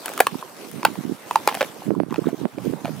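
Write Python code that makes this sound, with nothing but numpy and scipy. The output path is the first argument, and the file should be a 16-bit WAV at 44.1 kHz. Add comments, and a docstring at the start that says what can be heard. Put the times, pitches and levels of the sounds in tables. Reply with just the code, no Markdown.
"""On a wooden deck, a dog cracks a raw bone between its teeth, close to two microphone ports.
Each crack is a short noise burst that rings the jaw and bone and splinters in the treble.
Pitched grains grind between cracks; echoes and a sparse tail are the deck and yard answering.
Gusts thump the right port with low pulses, over shaped-noise outdoor hum and a wet chewing hiss."""
import sys
import numpy as np
from scipy import signal
from scipy.fft import rfft, irfft
from scipy.io import wavfile
from scipy.ndimage import uniform_filter1d

SR = 44100
rng = np.random.default_rng(int(sys.argv[2]) if len(sys.argv) > 2 else 0)


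def generate_wav(signal):
    """Clip the signal to [-1, 1] and save it as 16-bit WAV at the path in sys.argv[1]."""
    frames = np.transpose(np.atleast_2d(signal))
    scaled = np.clip(frames, -1, 1) * 32767
    pcm = np.round(scaled).astype(np.int16)
    wavfile.write(sys.argv[1], SR, pcm)


def invert_db(x):
    """Field ratio 10**(x/20) for x, a level in decibels (scalar or array-like)."""
    u = np.asarray(x, float) / 20
    return 10 ** u


N = 132300  # samples, 3 s
LOW_CUT_HZ, BONE_CUT_HZ = 121, 366


def evened(x):
    """Scales to an rms of 1."""
    return x / np.sqrt(np.mean(x ** 2) + 1e-20)


def peaked(x):
    """Scales so that the first channel peaks at 1."""
    return x / (abs(x[0]).max() + 1e-12)


def read(points, hz):
    """Reads a frequency table at any frequency, along a log axis."""
    f, value = np.transpose(points)
    return np.interp(np.log(hz + 1), np.log(f + 1), value)


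def curve(points):
    """Draws a level curve in dB through (seconds, dB) points."""
    s, db = np.transpose(points)
    return np.interp(np.arange(N) / SR, s, db)


def add(mix, s, sound):
    """Lays a sound into the mix at s seconds, trimmed at the end."""
    part = mix[..., max(round(s * SR), 0):][..., :sound.shape[-1]]
    part += sound[..., :part.shape[-1]]


def low_cut(x, hz):
    """Third-order high-pass filter."""
    return signal.sosfilt(signal.butter(3, hz, "high", fs=SR, output="sos"), x)


def causal(points, size=1024):
    """Minimum-phase impulse with the given colour, energy 1."""
    log = np.log(invert_db(read(points, abs(np.fft.fftfreq(size, 1 / SR)))))
    taps = np.fft.ifft(np.exp(log - 1j * signal.hilbert(log).imag)).real[:size // 2]
    return taps / np.linalg.norm(taps)


def lag_right(x, samples):
    """Delays the right channel by a fraction of a sample or more: the left port is a little nearer."""
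    z = rfft(x[1])
    half_turns = samples * np.arange(len(z)) / (len(z) - 1)
    return np.array([x[0], irfft(z * np.exp(-1j * np.pi * half_turns), x.shape[1])])


def random_hits(per_s, spread_db, most):
    """Single-sample hits at random moments; levels stray from 0 dB by spread_db times a capped draw."""
    size = invert_db(spread_db * np.minimum(rng.exponential(1, N), most))
    return size * (rng.random(N) < per_s / SR)


# Likeness of the two ports in steady noise. Each row: frequency in Hz, left-right correlation from 0 to 1.
PORT_LIKENESS = [(60, 0.28), (130, 0.2), (290, 0.73), (640, 0.74), (1410, 0.44), (3100, 0.27), (6820, 0.12),
                 (15000, 0.02)]


def noise(colour, right, patchy_db):
    """Two-channel noise, partly shared between the ports, with drifting patches in time and frequency."""
    frames, hz = N // 128 + 5, np.fft.rfftfreq(512, 1 / SR)
    a, b, c, d, patches = rng.standard_normal((frames, 257, 5)).T
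    patches = uniform_filter1d(patches, size=8, axis=0)
    patches = evened(uniform_filter1d(patches, size=16, axis=1))
    same = np.clip(read(PORT_LIKENESS, hz), -1, 1)[:, None]
    left_z, own_z = a + 1j * b, c + 1j * d
    right_z = same * left_z + np.sqrt(1 - same ** 2) * own_z
    z = np.array([left_z, right_z * invert_db(read(right, hz))[:, None]])
    z = z * invert_db(read(colour, hz)[:, None] + patchy_db * patches)
    return evened(signal.istft(z, nperseg=512, noverlap=384)[1][:, :N])


# Colour of the outdoor hum. Each row: frequency in Hz, relative level in dB per Hz.
HUM_COLOUR = [(24, -62), (40, -40), (105, -32), (181, -8), (248, 5), (393, 3), (1710, -12), (1850, -17.5),
              (6000, -21), (7800, -85), (13200, -120)]
# Right port against left in the hum. Each row: frequency in Hz, level difference in dB.
HUM_RIGHT = [(150, -0.5), (1000, 9), (2500, 0.5)]
HUM_DB, HUM_FOLLOW = -43, 0.43  # mean level; dB of hum swing per dB of hiss swing


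def hum():
    """Distant outdoor hum: shaped noise that partly shares the hiss's swells and dips."""
    chew = curve(CHEW_LEVEL)
    return noise(HUM_COLOUR, HUM_RIGHT, patchy_db=3.0) * invert_db(HUM_DB + HUM_FOLLOW * (chew - chew.mean()))


# Pulse width and pitch fall per cycle from the centre; level of the ring after it as an amplitude.
PUFF_CYCLES, PUFF_GLIDE, PUFF_RING = 0.43, -0.092, 0.083


def puff(hz, turn):
    """One pressure thump, 20 ms before and 30 ms after its centre: about one sagging cycle, a short ring."""
    u = np.arange(-882, 1323) / SR * hz  # cycles from the centre
    body = np.exp(-.5 * (u / PUFF_CYCLES) ** 2)
    ring = PUFF_RING * (u > 0) * (1 - np.exp(-u ** 2)) * np.exp(-np.maximum(u, 0) / 5.2)
    sag = .5 * PUFF_GLIDE * np.clip(u, -1.5, 1.5) ** 2
    return (body + ring) * np.cos(2 * np.pi * (u + sag + turn))


BUFFETS_PER_S, BUFFET_DB, BUFFET_SPREAD_DB = 130, 3.5, -2.5  # rate over all pitches; lift; random drop
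BUFFET_LOW_HZ, BUFFET_HIGH_HZ = 137, 360
# Buffeting between thumps. Each row: time in seconds, level in dB before BUFFET_DB lifts it.
BUFFET_LEVEL = [(0, -60), (.3, -37), (.36, -18.5), (.42, -48), (.62, -39), (.75, -26.5), (.92, -30.5),
                (1.12, -20.5), (1.17, -41.5), (1.45, -41), (1.65, -33), (1.84, -39), (1.88, -18.5),
                (2.04, -26), (2.1, -24), (2.3, -28), (2.37, -38), (2.46, -15.5), (2.49, -58), (2.55, -34),
                (2.6, -28.5), (2.7, -15.5), (2.76, -26), (2.8, -42), (2.86, -23.5), (3, -27)]


def buffeting():
    """Random small thumps at twelve pitches, swelling and sinking with the gusts."""
    out = np.zeros(N)
    for hz in np.geomspace(BUFFET_LOW_HZ, BUFFET_HIGH_HZ, 12):
        hits = random_hits(BUFFETS_PER_S / 12, BUFFET_SPREAD_DB, 3)
        out += signal.oaconvolve(hits * invert_db(curve(BUFFET_LEVEL) + BUFFET_DB), puff(hz, rng.random()), "same")
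    return out


# Gust thumps at the right port, before the low cut.
# Each row: centre in seconds, envelope peak in dB, pitch in Hz.
THUMPS = [(0.3553, -11.5, 263), (0.7836, -19, 216), (0.8845, -17, 257), (0.9034, -18, 249),
          (0.9889, -14.5, 223), (1.053, -10, 243), (1.0962, -10, 289), (1.1139, -15.5, 276),
          (1.1215, -9, 263), (1.8681, -14, 232), (1.8809, -14, 382), (1.8905, -9.5, 274), (1.9069, -5, 345),
          (1.917, -6.5, 360), (1.9257, -11, 243), (1.934, -16, 286), (1.9394, -12.5, 332),
          (1.969, -11, 302), (1.9801, -11.5, 277), (1.9887, -14.5, 202), (2.004, -4, 306),
          (2.013, -15, 240.0), (2.0209, -16, 275), (2.0347, -10.5, 260), (2.1113, -13, 240.0),
          (2.1261, -10.5, 310), (2.184, -6, 323), (2.1914, -5, 362), (2.2196, -16.5, 304),
          (2.2587, -11.5, 243), (2.2675, -21, 224), (2.2721, -1.5, 330), (2.2826, -9.5, 250),
          (2.3312, -9.5, 334), (2.3443, -13, 313), (2.4154, -12, 320), (2.456, -7.5, 244),
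          (2.4618, -13.5, 294), (2.58, -12.5, 316), (2.6609, -14, 318), (2.6704, -8.5, 360),
          (2.679, -12.5, 190), (2.694, -15.5, 262), (2.6991, -12.5, 325), (2.7363, -10.5, 300),
          (2.8468, -11.5, 245)]


def thumps():
    """Single gust thumps, each a pressure pulse at a random phase."""
    out = np.zeros(N)
    for s, db, hz in THUMPS:
        add(out, s - 882 / SR, invert_db(db) * puff(hz, rng.random()))
    return out


# Diaphragm snaps in hard gusts, before the low cut. Each row: start in seconds, peak in dB.
SLAPS = [(1.906, -14), (2.001, -7.5), (2.034, -20), (2.454, -11), (2.737, -21)]
# Colour of a snap. Each row: frequency in Hz, relative level in dB.
SLAP_COLOUR = [(200, -27), (600, 18), (1200, 5.5), (2500, 1), (5000, -7), (10000, -33)]
SLAP_S = 0.00013  # decay constant


def slaps():
    """The diaphragm snaps: a tiny roughened pulse through the colour of a snap."""
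    out, n = np.zeros(N), np.arange(200)
    for s, db in SLAPS:
        rattle = n * np.exp(-n / SR / SLAP_S) * (0.26 * rng.standard_normal(200) + 1)
        add(out, s, invert_db(db) * peaked(np.convolve(rattle, causal(SLAP_COLOUR))[None])[0])
    return out


def wind():
    """Buffeting, thumps and snaps at the right port; a late trace 41 dB lower at the left."""
    right = low_cut(buffeting() + thumps() + slaps(), LOW_CUT_HZ)
    return np.array([invert_db(-41) * np.roll(right, 300), right])


# Tick rate; floor of the tick levels against the steady hiss, and random rise above it.
CRACKLE_PER_S, CRACKLE_DB, CRACKLE_SPREAD_DB = 596, -15, 4
# Wet chewing hiss. Each row: time in seconds, level in dB before a lift of CHEW_LIFT_DB.
CHEW_LEVEL = [(0, -51.5), (.06, -46.5), (.17, -47), (.3, -52.5), (.4, -51), (.52, -55), (.6, -51),
              (.78, -52), (.95, -50.5), (1.05, -53), (1.25, -54), (1.3, -48.5), (1.42, -49.5),
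              (1.56, -45.5), (1.66, -48.5), (1.76, -53.5), (1.87, -53.5), (1.93, -61), (2.07, -64),
              (2.13, -58), (2.28, -53.5), (2.33, -59.5), (2.4, -53), (2.47, -60.5), (2.56, -59),
              (2.66, -50), (2.78, -57), (2.86, -52.5), (3, -52)]
CHEW_LIFT_DB = 5.5
# Colour of the hiss. Each row: frequency in Hz, relative level in dB per Hz.
HISS_COLOUR = [(600, 0), (1200, 0.5), (2500, -1), (5000, -4), (8000, -4.5), (12000, -4), (15500, -7.5),
               (16200, -28)]
# Right port against left in the hiss. Each row: frequency in Hz, level difference in dB.
HISS_RIGHT = [(1000, 2.5), (4000, -0.6), (15000, -5.5)]


def chewing():
    """Wet hiss of meat and saliva: shaped noise swelled by small random ticks that die away by e in 1.5 ms."""
    ticks = invert_db(CRACKLE_DB) * random_hits(CRACKLE_PER_S, CRACKLE_SPREAD_DB, 4)
    grain = 1 + signal.oaconvolve(ticks, np.exp(-np.arange(200) / 66.0))[:N]
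    return noise(HISS_COLOUR, HISS_RIGHT, patchy_db=2.5) * grain * invert_db(curve(CHEW_LEVEL) + CHEW_LIFT_DB)


# Deck and wall reflections. Each row: delay in seconds, level in dB against the direct sound.
ECHOES = [(.0072, -24.5), (0.0146, -31.5)]
# Decay of the yard. Each row: frequency in Hz, time to fall 60 dB in seconds.
YARD_DECAY = [(300, 0.029), (1000, 0.096), (4000, 0.11), (15000, 0.095)]
YARD_DB = -16  # tail energy at the left against the direct sound


def yard(x):
    """Two single echoes and a sparse tail of random taps that dies band by band."""
    taps = np.zeros((2, 8820))
    at = np.arange(200, 8800, 20) + rng.integers(0, 20, (2, 430))
    np.put_along_axis(taps, at, rng.choice([-1., 1.], at.shape), 1)
    hz, t, z = signal.stft(taps, SR, nperseg=128)
    fade = invert_db(-60 * t / read(YARD_DECAY, hz)[:, None])
    tail = signal.istft(z * fade, SR, nperseg=128)[1]
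    tail = invert_db(YARD_DB) * tail / np.linalg.norm(tail[0])
    for delay, db in ECHOES:
        add(tail, delay, invert_db(db) * np.ones((2, 1)))
    return signal.fftconvolve(x, tail, axes=1)[:, :N]


GRIT_PER_S, GRIT_SPREAD_DB = 1100, 4  # rate over all pitches; random rise
GRIT_LOW_HZ, GRIT_HIGH_HZ, GRIT_CYCLES = 800, 4200, 1.8  # cycles to the peak of a grain
GRIT_TILT_DB, RIGHT_GRIT_DB = -1.5, 1.5  # dB per octave; right against left
# Teeth grinding splinters, left port before the low cut.
# Each row: start in seconds, length in seconds, level in dB.
GRINDS = [(0.043, 0.072, -41.5), (0.215, 0.018, -47), (0.866, 0.017, -31.5), (1.484, 0.024, -32),
          (1.503, 0.11, -40.5), (1.603, 0.049, -32), (2.094, 0.11, -45), (2.25, 0.073, -41.5),
          (2.847, 0.055, -40)]


def grinding():
    """Dense grit of short pitched grains, rising fast and fading through each grind."""
    level, t, grit = np.zeros(N), np.arange(N) / SR, np.zeros(N)
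    for s, length, db in GRINDS:
        u = (t - s) / length
        level += invert_db(db) * np.clip(np.minimum(u / 0.082, (1 - u) / .5), 0, 1)
    for hz in np.geomspace(GRIT_LOW_HZ, GRIT_HIGH_HZ, 14):
        hits = random_hits(GRIT_PER_S / 14, GRIT_SPREAD_DB, 3)
        u = t[:600] * hz / GRIT_CYCLES
        grain = u * np.exp(-u) * np.sin(2 * np.pi * hz * t[:600])
        grit += invert_db(GRIT_TILT_DB * np.log2(hz / 1000)) * signal.oaconvolve(hits, grain)[:N]
    return evened(grit) * level * invert_db([[0], [RIGHT_GRIT_DB]])


def mode(t, hz, t60):
    """One resonance: a sine that falls 60 dB in t60 seconds."""
    return invert_db(-60 * t / t60) * np.sin(2 * np.pi * hz * t)


def struck(drive, ringing):
    """The drive sets a resonance ringing, cut to the length of the drive."""
    return signal.fftconvolve(drive, ringing[None], axes=1)[:, :drive.shape[1]]


RING_T60_S, RING_RISE_S, RING_ROUGH = 0.011, 0.00084, .3  # ring decay and rise; share of roughness
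RING_AFTER_DB, RING_AFTER_S = -16.5, 0.038  # the skull hums on faintly: level, 60 dB decay


def jaw_ring(drive, hz):
    """The jaw rings at one pitch with a soft start, roughened by the break itself."""
    t = np.arange(drive.shape[1]) / SR
    jaw = mode(t, hz, RING_T60_S)
    skull = invert_db(RING_AFTER_DB) * mode(t, hz, RING_AFTER_S)
    clean = (jaw + skull) * (1 - np.exp(-(t / RING_RISE_S) ** 2))
    ring = peaked(peaked(clean[None]) + RING_ROUGH * peaked(struck(drive[:1], jaw)))
    return ring[[0, 0]]


# Bone modes. Each row: frequency in Hz under a 900 Hz jaw ring, relative level in dB, 60 dB decay in seconds.
BONE_MODES = [(476, -19, 0.017), (1582, -1, 0.0089), (1936, -0.5, 0.0064), (2525, 3, 0.0048),
              (3180, -7.5, 0.0028), (4010, -9, 0.005)]
BONE_FOLLOW = .24  # power by which the modes rise with the jaw ring


def bone_ring(drive, hz):
    """The break strikes the bone modes, which shift with the pitch of the jaw ring."""
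    t = np.arange(drive.shape[1]) / SR
    push, bone = drive[:1] + 1.14 * drive, 0
    for f, db, t60 in BONE_MODES:
        bone = bone + invert_db(db) * evened(struck(push, mode(t, f * (hz / 900) ** BONE_FOLLOW, t60)))
    return peaked(bone)


# Colour of the splinter. Each row: frequency in Hz, relative level in dB.
SPLINTER_COLOUR = [(3500, -21.5), (5000, -12), (6300, -5.5), (8000, -0.5), (10000, 1), (12000, -2.5),
                   (15000, 0), (16500, -1.5)]
SPLINTER_S = .0016  # width of the extra push at the start


def splintering(drive):
    """The break, sharper at its start, coloured in the treble and set by its loudest 1.5 ms."""
    t = np.arange(drive.shape[1]) / SR
    snap = drive * (0.87 + np.exp(-(t / SPLINTER_S) ** 2 / 2))
    splinter = struck(snap, causal(SPLINTER_COLOUR))
    return splinter / np.sqrt(uniform_filter1d(splinter[0] ** 2, size=66).max() * 2)


BREAK_S, BREAK_GROWTH_DB = 0.0014, 57  # time scale of a 0 dB crack; dB that about double it
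SPLINTER_ALIKE = 1  # left-right likeness of the break
RIGHT_RING_DB, RIGHT_BONE_DB, RIGHT_SPLINTER_DB = 3, .8, -7.5  # right port against left
RING_LAG, BONE_LAG, SPLINTER_LAG = 2.6, 1.62, 0.81  # right port behind left, samples
# Bone cracks, left port before the low cut. Each row: start in seconds, jaw ring level in dB,
# jaw ring pitch in Hz, bone level in dB, splinter level in dB.
CRACKS = [(0.0581, -32, 1140, -17.5, -14), (0.0805, -30, 670, -18, -26), (0.091, -31, 840, -28, -24),
          (0.099, -25.5, 527, -35, -34), (0.1166, -29, 850, -36, -38), (0.1366, -49, 450.0, -28.5, -24.5),
          (0.1767, -22, 1255, -17, -19), (0.1914, -23, 1230, -18, -24), (0.2029, -3.5, 772, 1, 0),
          (0.2043, -5.5, 470, -8.5, -26), (0.2056, -5, 732, -6, -16), (0.2682, -8.5, 1110, -5, -11.5),
          (0.3443, -27, 940, -47, -55), (0.426, -21, 1046, -42, -48), (0.714, -61, 442, -34, -27.5),
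          (0.8302, -18.5, 986, -20, -36), (0.8497, -7, 894, -2, -6.5), (0.8508, -9.5, 1550, -4.5, -23),
          (0.8523, -2.5, 902, -7.5, -33), (0.9549, -27.5, 930, -29, -41), (1.31, -11.5, 960, -20.5, -26.5),
          (1.3571, -1.5, 896, -8.5, -18), (1.401, -31, 930, -54, -61), (1.4748, -3, 840, -4, -9),
          (1.4868, -14, 1040, -14, -30), (1.492, -28, 1060, -16.5, -24), (1.5135, -22, 915, -30, -48),
          (1.5246, -23, 815, -26, -42), (1.5437, -26, 785, -20.5, -21), (1.5501, -20.5, 780, -14.5, -19),
          (1.5717, -24, 750, -24.5, -48), (1.6083, -14.5, 590, -6.5, -30), (1.6119, -14, 570, -13.5, -30),
          (1.6155, -12.5, 564, -9.5, -22), (1.627, -13, 546, -14.5, -26), (1.646, -29, 635, -23.5, -30),
          (1.82, -27, 777, -57, -70), (1.95, -27.5, 1016, -54, -42), (2.107, -33, 1040, -33, -40),
          (2.1244, -23, 1040, -45, -37), (2.1418, -23, 866, -22, -34), (2.158, -32, 1340, -32, -50),
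          (2.1592, -27, 845, -21.5, -55), (2.242, -29.5, 1130, -42, -52), (2.2857, -22, 674, -43, -39),
          (2.2915, -28.5, 640, -40, -43), (2.5833, -24.5, 566, -28.5, -47),
          (2.8475, -22.5, 686, -21.5, -40), (2.8545, -20, 670, -21, -33), (2.8792, -22.5, 613, -30, -57),
          (2.8919, -27, 520.0, -45, -58)]


def crack(ring_db, hz, bone_db, splinter_db):
    """A short uneven break, longer when stronger, drives the jaw ring, bone modes and treble splinter."""
    grit = rng.standard_normal((2, 2000))
    t = np.arange(2000) / SR
    length = BREAK_S * invert_db(max(ring_db, bone_db) * 6 / BREAK_GROWTH_DB)
    burst = (t / length) ** 0.66 * np.exp(-(t / length) ** 1.054)
    right_grit = SPLINTER_ALIKE * grit[0] + np.sqrt(1 - SPLINTER_ALIKE ** 2) * grit[1]
    drive = np.array([grit[0], right_grit]) * burst
    ring = lag_right(jaw_ring(drive, hz), RING_LAG)
    bone = lag_right(bone_ring(drive, hz), BONE_LAG)
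    splinter = lag_right(splintering(drive), SPLINTER_LAG)
    return (ring * invert_db([[ring_db], [ring_db + RIGHT_RING_DB]])
            + bone * invert_db([[bone_db], [bone_db + RIGHT_BONE_DB]])
            + splinter * invert_db([[splinter_db], [splinter_db + RIGHT_SPLINTER_DB]]))


def scene():
    """Cracks and grinding with the answer of the yard, over chewing, hum and wind."""
    bone = grinding()
    for s, *settings in CRACKS:
        add(bone, s, crack(*settings))
    bone = low_cut(bone, BONE_CUT_HZ)
    return bone + yard(bone) + low_cut(chewing() + hum(), LOW_CUT_HZ) + wind()


def top_cut(x):
    """Nothing passes above the cut-off."""
    return signal.sosfilt(signal.butter(12, 16440, fs=SR, output="sos"), x)


CEILING, KNEE, EDGE_HZ = 1.0, 6, 16300  # full-scale limit, firmness of the bend, top of the band


def record(dry):
    """The input overloads with a firm knee, then a steep filter limits the band."""
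    held = dry / (1 + abs(dry / CEILING) ** KNEE) ** (1 / KNEE)
    band_limit = signal.firwin(255, EDGE_HZ, window=("kaiser", 9), fs=SR)
    mix = signal.oaconvolve(held, band_limit[None], "same")
    return top_cut(mix)


dry = scene()
out = record(dry)
generate_wav(out)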